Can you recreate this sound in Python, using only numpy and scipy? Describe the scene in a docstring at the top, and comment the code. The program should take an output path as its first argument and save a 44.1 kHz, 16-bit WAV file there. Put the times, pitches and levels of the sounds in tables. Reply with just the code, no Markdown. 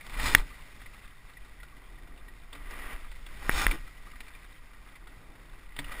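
"""A surge of water and the knock of oars in their locks, close by: a sweep-oared racing boat ends a stroke.
On a river, from the microphone of a small camera in a waterproof case on the stern. Water washes and
drips along the hull and the seats roll on their rails; the blades splash in at the catch and the drive
rumbles through the shell. At each of two finishes spray flies, the oars knock and the hull shudders."""
import sys
import numpy as np
from scipy import signal
from scipy.fft import rfft, irfft
from scipy.io import wavfile
from scipy.ndimage import uniform_filter1d

SR = 44100
rng = np.random.default_rng(int(sys.argv[2]) if len(sys.argv) > 2 else 0)


def generate_wav(signal):
    """Clip the signal to [-1, 1] and save it as 16-bit WAV at the path in sys.argv[1]."""
    frames = np.transpose(np.atleast_2d(signal))
    scaled = np.clip(frames, -1, 1) * 32767
    pcm = np.round(scaled).astype(np.int16)
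    wavfile.write(sys.argv[1], SR, pcm)


N = 264600
TIME = np.arange(N) / SR
CAMERA_RATE_HZ = 12000
GLIDE_DB, WAKE_DB = -59, -50   # wash of the freely running hull; added wash at each finish
LOAD_HOLD_S = 0.22   # the push of the legs


def from_db(db):
    return 10 ** (np.asarray(db) / 20)

def rms_one(x):
    return x / np.sqrt(np.mean(x ** 2) + 1e-20)

def coloured(x, spectrum):
    """Shape x by (f/Hz, level/dB) points, up to half the camera's sample rate; rms 1."""
    hz, db = np.transpose(spectrum)
    bins = np.maximum(np.fft.rfftfreq(N, 1 / SR), 1)
    shape = from_db(np.interp(np.log(bins), np.log(hz), db)) * (bins < CAMERA_RATE_HZ / 2)
    return rms_one(irfft(rfft(x) * shape, N))

def drift(hz):
    """Random wandering, mostly slower than hz; rms 1."""
    bins = np.fft.rfftfreq(N, 1 / SR)
    return rms_one(irfft(rfft(rng.standard_normal(N)) / (1 + (bins / hz) ** 2), N))

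def grains(per_s, spread_db):
    """Random clicks of uneven size and sign."""
    sizes = from_db(spread_db * np.minimum(rng.exponential(1, N), 4))
    return (rng.random(N) < per_s / SR) * sizes * rng.choice([-1, 1], N)

def ring(clicks, hz, t60):
    """Each click sets a decaying sine ringing."""
    r, w = from_db(-60 / (t60 * SR)), 2 * np.pi * hz / SR
    return signal.lfilter([0, np.sin(w)], [1, -2 * r * np.cos(w), r * r], clicks + 1e-18)

def low_pass(x, hz, order):
    return signal.sosfilt(signal.butter(order, hz, fs=SR, output="sos"), x + 1e-18)

def bell(x, hz, width_hz, db):
    """Raise or lower one band."""
    a, w = from_db(db / 2), 2 * np.pi * hz / SR
    k = np.sin(w) * width_hz / hz / 2
    middle = -2 * np.cos(w)
    return signal.lfilter([1 + k * a, middle, 1 - k * a], [1 + k / a, middle, 1 - k / a], x)

def add(track, s, sound):
    """Mix a sound into the track at time s."""
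    start = int(np.clip(round(s * SR), 0, N - 1))
    track[start:start + len(sound)] += sound[:N - start]

def swell(s, rise_db_per_s, fall_db_per_s, hold_s=0):
    """Gain that rises to 1 at time s, holds and falls."""
    early, late = np.maximum(s - TIME, 0), np.maximum(TIME - s - hold_s, 0)
    return from_db(-np.minimum(rise_db_per_s * early + fall_db_per_s * late, 200))

def together(gains):
    """Unrelated causes add in power."""
    return np.sqrt(sum(gain ** 2 for gain in gains))

def bubbles(per_s, cycles, spread_db, clump_db, count=24):
    """Small bubbles come in clumps; each rings for some cycles at a pitch of its own."""
    births = grains(per_s * from_db(clump_db * drift(7.3)), spread_db)
    pitches_hz = np.geomspace(1000, 3800, count)
    pitch_index = rng.integers(0, count, N)
    return rms_one(sum(ring(births * (pitch_index == k), hz, cycles / hz)
                       for k, hz in enumerate(pitches_hz)))


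# spectrum of the seat wheels, further up the boat: f/Hz, level/dB
SEAT_SPECTRUM = [(60, -2), (150, 5.5), (220, -2.5), (320, 0.5), (480, -4.5), (950, -5), (1400, -7.5),
                 (2200, -20.5), (5600, -46)]

def seats(db=-58.5, lead_s=0.44):
    """Seat wheels hum faintly on their rails, fastest on the recovery, lead_s before each catch."""
    speed = sum(swell(s - lead_s, rise_db_per_s=15.5, fall_db_per_s=16.5) for s, *_ in CATCHES)
    return from_db(db) * speed * coloured(grains(per_s=3200, spread_db=0), SEAT_SPECTRUM)


def flow():
    """Strength of the wash: it builds through the drive and ebbs as the boat glides."""
    wakes = [from_db(WAKE_DB) * swell(s, rise_db_per_s=22, fall_db_per_s=12) for s, *_ in FINISHES]
    return together([from_db(GLIDE_DB)] + wakes)

# spectrum of the water along the hull, close to the microphone: f/Hz, level/dB
WASH_SPECTRUM = [(60, 7), (120, 2.5), (280, -6), (550, -9.5), (1100, -8), (2100, -6), (2900, -12),
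                 (4200, -16), (5600, -14.5)]

def wash():
    """Water slides along the hull: a soft hiss with fizz and small trickles, swelling with the ripples."""
    hiss = rng.standard_normal(N) + from_db(-7) * rms_one(grains(per_s=700, spread_db=4.5))
    water = coloured(hiss, WASH_SPECTRUM) * from_db(0.88 * drift(11))
    water += from_db(-8) * bubbles(per_s=220, cycles=46, spread_db=2.5, clump_db=5.5)
    lapping = from_db(0.5 * drift(4))
    return flow() * water * lapping


# spectrum of the shaking that comes up through the camera mount: f/Hz, level/dB
SHUDDER_SPECTRUM = [(8, -3), (18, -4.5), (31, 0), (48, -11), (72, -24.5), (130, -39.5), (300, -71)]
# jolts of the body swing, then of hands away: t/s from the finish, level/dB
JOLTS = [(-.01, -24.5), (.105, -24.5)]

def shudder(rest_db=-49.5, load_db=-39.5):
    """The hull shakes the mount: a little always, more under load, most in two jolts at the finish."""
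    rumble = coloured(rng.standard_normal(N), SHUDDER_SPECTRUM)
    steady = rumble / np.sqrt(uniform_filter1d(rumble ** 2, size=SR // 6))
    rest = from_db(rest_db + 2.5 * drift(5))
    loads = [from_db(load_db) * swell(s + delay, rise_db_per_s=39, fall_db_per_s=9.5, hold_s=LOAD_HOLD_S)
             for s, _, delay, _ in CATCHES]
    jolts = [from_db(db) * swell(s + delay, rise_db_per_s=126.5, fall_db_per_s=149)
             for s, *_ in FINISHES for delay, db in JOLTS]
    return together([rest] + loads + jolts) * steady


# blades dropping in: t/s, relative entry level/dB, t/s from entry to full load, relative load level/dB
CATCHES = [(2.528, -48.5, 0.19, -45), (5.784, -47.5, 0.12, -45)]
# spectrum of the rattle under load, heard at the stern: f/Hz, level/dB
DRIVE_SPECTRUM = [(60, -6), (150, -4), (300, -1.5), (600, -4.5), (1250, -0.5), (2100, -2), (3000, -7),
                  (4200, -16.5), (5600, -14.5)]
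# hollow resonances of the shell: f/Hz, width/Hz, level/dB
SHELL_RESONANCES = [(1176, 60, 3.5), (1890, 62, 3.5)]

def drive():
    """Under load the rolling seats send a fine rattle through the shell and the blades churn up bubbles."""
    rattle = coloured(grains(per_s=5000, spread_db=2.5), DRIVE_SPECTRUM)
    rattle += from_db(-12.5) * bubbles(per_s=290, cycles=39, spread_db=-3, clump_db=4.5)
    for hz, width_hz, db in SHELL_RESONANCES:
        rattle = bell(rattle, hz, width_hz, db)
    entries = [from_db(db) * swell(s, rise_db_per_s=2500, fall_db_per_s=200, hold_s=0.015)
               for s, db, _, _ in CATCHES]
    loads = [from_db(db) * swell(s + delay, rise_db_per_s=107, fall_db_per_s=114, hold_s=LOAD_HOLD_S)
             for s, _, delay, db in CATCHES]
    return from_db(-3) * together(entries + loads) * rattle * from_db(1.1 * drift(25))


# gurgle after the second finish: starting f/Hz, ending f/Hz, level/dB
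GURGLE = (355, 300, -43)

def gurgle(at_s=3.716, length_s=0.06):
    """A rough, hollow gurgle sinks in pitch as the water settles."""
    from_hz, to_hz, db = GURGLE
    out, size = np.zeros(N), int(length_s * SR)
    phase = 2 * np.pi * np.cumsum(np.geomspace(from_hz, to_hz, size)) / SR
    wobble = 0.88 * drift(65)[:size]
    add(out, at_s, from_db(db) * np.sin(phase + wobble) * signal.windows.tukey(size, .5))
    return out * from_db(2 * drift(120))


def drips(per_s=4.4, low_hz=1200, high_hz=3384, spread_db=1.5, bubble_db=-1.5):
    """Stray drips fall at random, louder while the wash is strong; rows as in SPLASHES."""
    when, size, pitch = rng.random((int(per_s * N / SR), 3)).T
    over_glide_db = 20 * np.log10(flow()[(when * N).astype(int)]) - GLIDE_DB
    db = -50.5 + 0.76 * over_glide_db + spread_db * (2 * size - 1)
    hz = low_hz * (high_hz / low_hz) ** pitch
    return [(*row, bubble_db) for row in zip(when * N / SR, db, hz)]

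# slaps that stand out around the boat: t/s, relative level/dB, bubble f/Hz, bubble level/dB within the slap
SPLASHES = [(0.008, -41, 2250, 1), (0.063, -39, 3080, -16), (0.0947, -37, 2400, -7),
            (0.139, -38.5, 2010, -0.5), (0.196, -27, 2000, -19), (0.381, -31.5, 3400, -2),
            (0.507, -51, 1176, 5.5), (0.815, -42.5, 1840, -3), (0.859, -44, 2060, 2), (0.942, -47, 1240, 0),
            (1.295, -48, 1200, -3), (1.368, -49, 1990, 3), (1.599, -54.5, 1930, 7.5),
            (1.630, -41.5, 1410, -0.5), (2.281, -46, 1880, -1), (2.528, -38, 3340, 0),
            (2.55, -38.5, 1250, -16), (2.708, -38.5, 5350, 0), (3.114, -39.5, 2430, -9),
            (3.263, -39.5, 3400, -3), (3.371, -46, 2670, 0.5), (3.511, -36, 2320, 5.5),
            (3.710, -26, 2290, 4), (4.068, -50.5, 1207, 7.5), (4.203, -35.5, 2300, -14),
            (4.281, -44, 2400, -2), (4.349, -46.5, 2400, 2), (4.954, -43.5, 2000, -1),
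            (5.07, -43, 1354, -3.5), (5.763, -36, 3070, -10), (5.788, -27.5, 3460, -1),
            (5.843, -39.5, 2840, 4.5), (5.918, -32.5, 1290, -8), (5.994, -39, 2280, -2)]

def splashes(spatter_t60=0.051, bubble_cycles=89, rise_per_s=0.94, attack_s=0.0015):
    """Each slap or drip spatters briefly and traps a bubble whose pitch creeps up as it dies."""
    out, t = np.zeros(N), TIME[:SR // 10]
    attack = 1 - np.exp(-t / attack_s)
    for s, db, hz, bubble_db in SPLASHES + drips():
        spatter = low_pass(rng.standard_normal(len(t)), 3240, order=2)
        spatter = rms_one(bell(spatter, hz, .5 * hz, db=3))   # coloured by the pocket of air
        spatter *= from_db(-60 * t / spatter_t60)
        fade = from_db(-60 * t * hz / bubble_cycles)
        wobble = 0.094 * np.cumsum(rng.standard_normal(len(t)))   # a bubble is jostled as it rises
        bubble = np.sin(2 * np.pi * hz * t * (1 + rise_per_s * t) + wobble) * fade
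        add(out, s, from_db(db) * attack * (from_db(-3) * spatter + from_db(bubble_db) * bubble))
    return out - 0.72 * low_pass(out, 580, order=1)   # thin out the bass


def surge(s, db, landed_s, lead_s=0.15):
    """Water piles up on the blade and falls back; the blade breaks the surface lead_s before the peak."""
    airborne = swell(s - lead_s, rise_db_per_s=190, fall_db_per_s=190, hold_s=lead_s + landed_s)
    return from_db(db) * swell(s, rise_db_per_s=102, fall_db_per_s=82, hold_s=0.03) * airborne

# blades coming out: t/s of the peak, relative level/dB, t/s from the peak until the spray has landed
FINISHES = [(0.261, -34.5, 0.14), (3.574, -33.5, 0.17)]
# spectrum of the spray, heard from the stern: f/Hz, level/dB
SPRAY_SPECTRUM = [(60, 6.5), (150, -0.5), (300, 1), (600, -3.5), (950, -1.5), (1600, 0), (1950, -1.5),
                  (2400, -3.5), (3000, -4.5), (4300, -8.5), (5600, -5.5)]
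# narrow resonances of the spray, one list for each finish: f/Hz, width/Hz, level/dB
SPRAY_RESONANCES = [
    [(880, 120, 7.5), (1450, 150, 3.5), (2400, 51, 4.5), (3590, 100, 5), (4150, 190, 9.5), (4990, 70, 6.5)],
    [(840, 100, 6.5), (1200, 70, 3.5), (1470, 120, 6.5), (2400, 53, 5), (3620, 80, 6.5), (5030, 70, 6),
     (5410, 230, 8)],
]

def finish_spray():
    """Water thrown up at the end of the stroke breaks into dense, gurgling spray and bubbles."""
    out = np.zeros(N)
    forces = [surge(*row) for row in FINISHES]
    for force, resonances in zip(forces, SPRAY_RESONANCES):
        spray = coloured(grains(per_s=6000, spread_db=3.5), SPRAY_SPECTRUM)
        for hz, width_hz, db in resonances:
            spray = bell(spray, hz, width_hz, db)
        spray = rms_one(spray)
        dull = low_pass(spray, 2260, order=1)
        brightness = from_db(4) * (force / force.max()) ** 0.9   # a harder throw makes finer spray
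        out += force * (dull + brightness * (spray - dull))
    out += from_db(-5.5) * sum(forces) * bubbles(per_s=350, cycles=22, spread_db=0.5, clump_db=1.5)
    return out * from_db(1.3 * drift(35))


# oars striking their locks: t/s, relative level/dB, contact hardness as cutoff f/Hz, relative boom level/dB
OAR_KNOCKS = [(0.198, -19, 3200, -50), (0.3494, 9, 5500, -42), (2.563, -38, 1500, -52.5),
              (3.4941, 2.5, 1470, -60), (3.6664, -3, 2960, -52), (3.72, -23, 2500, -43.5),
              (5.7901, -23, 3800, -43)]
# ringing of oar and lock: f/Hz, level/dB, t60/s
OARLOCK_MODES = [(1300, -44.5, 0.048), (1740, -31, 0.017), (1895, -2.5, 0.0087), (2145, -11.5, 0.011),
                 (2700, -15.5, 0.012), (3340, -12, 0.0081), (4200, -36, .005), (5200, -24.5, 0.0084)]
# boom of the hull under the microphone: f/Hz, level/dB, t60/s
HULL_MODES = [(146.3, -0.5, 0.3), (205, -10, 0.22), (286, 1, 0.24), (417, -11.5, 0.077)]

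def oar_knocks():
    """Each blow cracks briefly, duller when the contact is soft, and leaves the hull booming."""
    blows, thumps = np.zeros(N), np.zeros(N)
    click = signal.unit_impulse(SR // 50)
    for s, db, hard_hz, boom_db in OAR_KNOCKS:
        add(blows, s, from_db(db) * low_pass(click, hard_hz, order=3))
        add(thumps, s, from_db(boom_db) * click)
    crack = sum(from_db(db) * ring(blows, hz, t60) for hz, db, t60 in OARLOCK_MODES)
    crack = bell(crack, hz=700, width_hz=800, db=-8.5)   # the stiff fittings give little body
    boom = sum(from_db(db) * ring(thumps, hz, t60) for hz, db, t60 in HULL_MODES)
    return crack + boom


# resonances of the case and mount around the microphone: f/Hz, width/Hz, level/dB
CASE_RESONANCES = [(270, 45, 4), (1200, 18, 6), (1767, 43, -11.5), (1942, 280, 7.5), (2380, 134, 3.5),
                   (3604, 170, 5)]

def through_case(sound):
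    """Airborne sound is coloured as it passes the walls of the waterproof case."""
    for hz, width_hz, db in CASE_RESONANCES:
        sound = bell(sound, hz, width_hz, db)
    return sound

def scene():
    """Mono, at the stern: water and seats come through the case, knocks and shudder through the hull."""
    airborne = wash() + seats() + drive() + finish_spray() + gurgle() + splashes()
    return (through_case(airborne) + oar_knocks() + shudder())[None]

def record(dry):
    """The camera samples slowly, overloads on the hardest knock and holds each sample."""
    slow = signal.resample_poly(low_pass(dry[0], 5570, order=12), CAMERA_RATE_HZ, SR)
    held = np.repeat(np.clip(slow, -1, 1), 4)   # holding mirrors the sound into the treble
    out = signal.resample_poly(held, SR, 4 * CAMERA_RATE_HZ)
    treble_cut = signal.ellip(10, .1, 80, 15400, fs=SR, output="sos")
    return np.clip(signal.sosfilt(treble_cut, out), -1, 1)[None]


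dry = scene()
out = record(dry)
generate_wav(out)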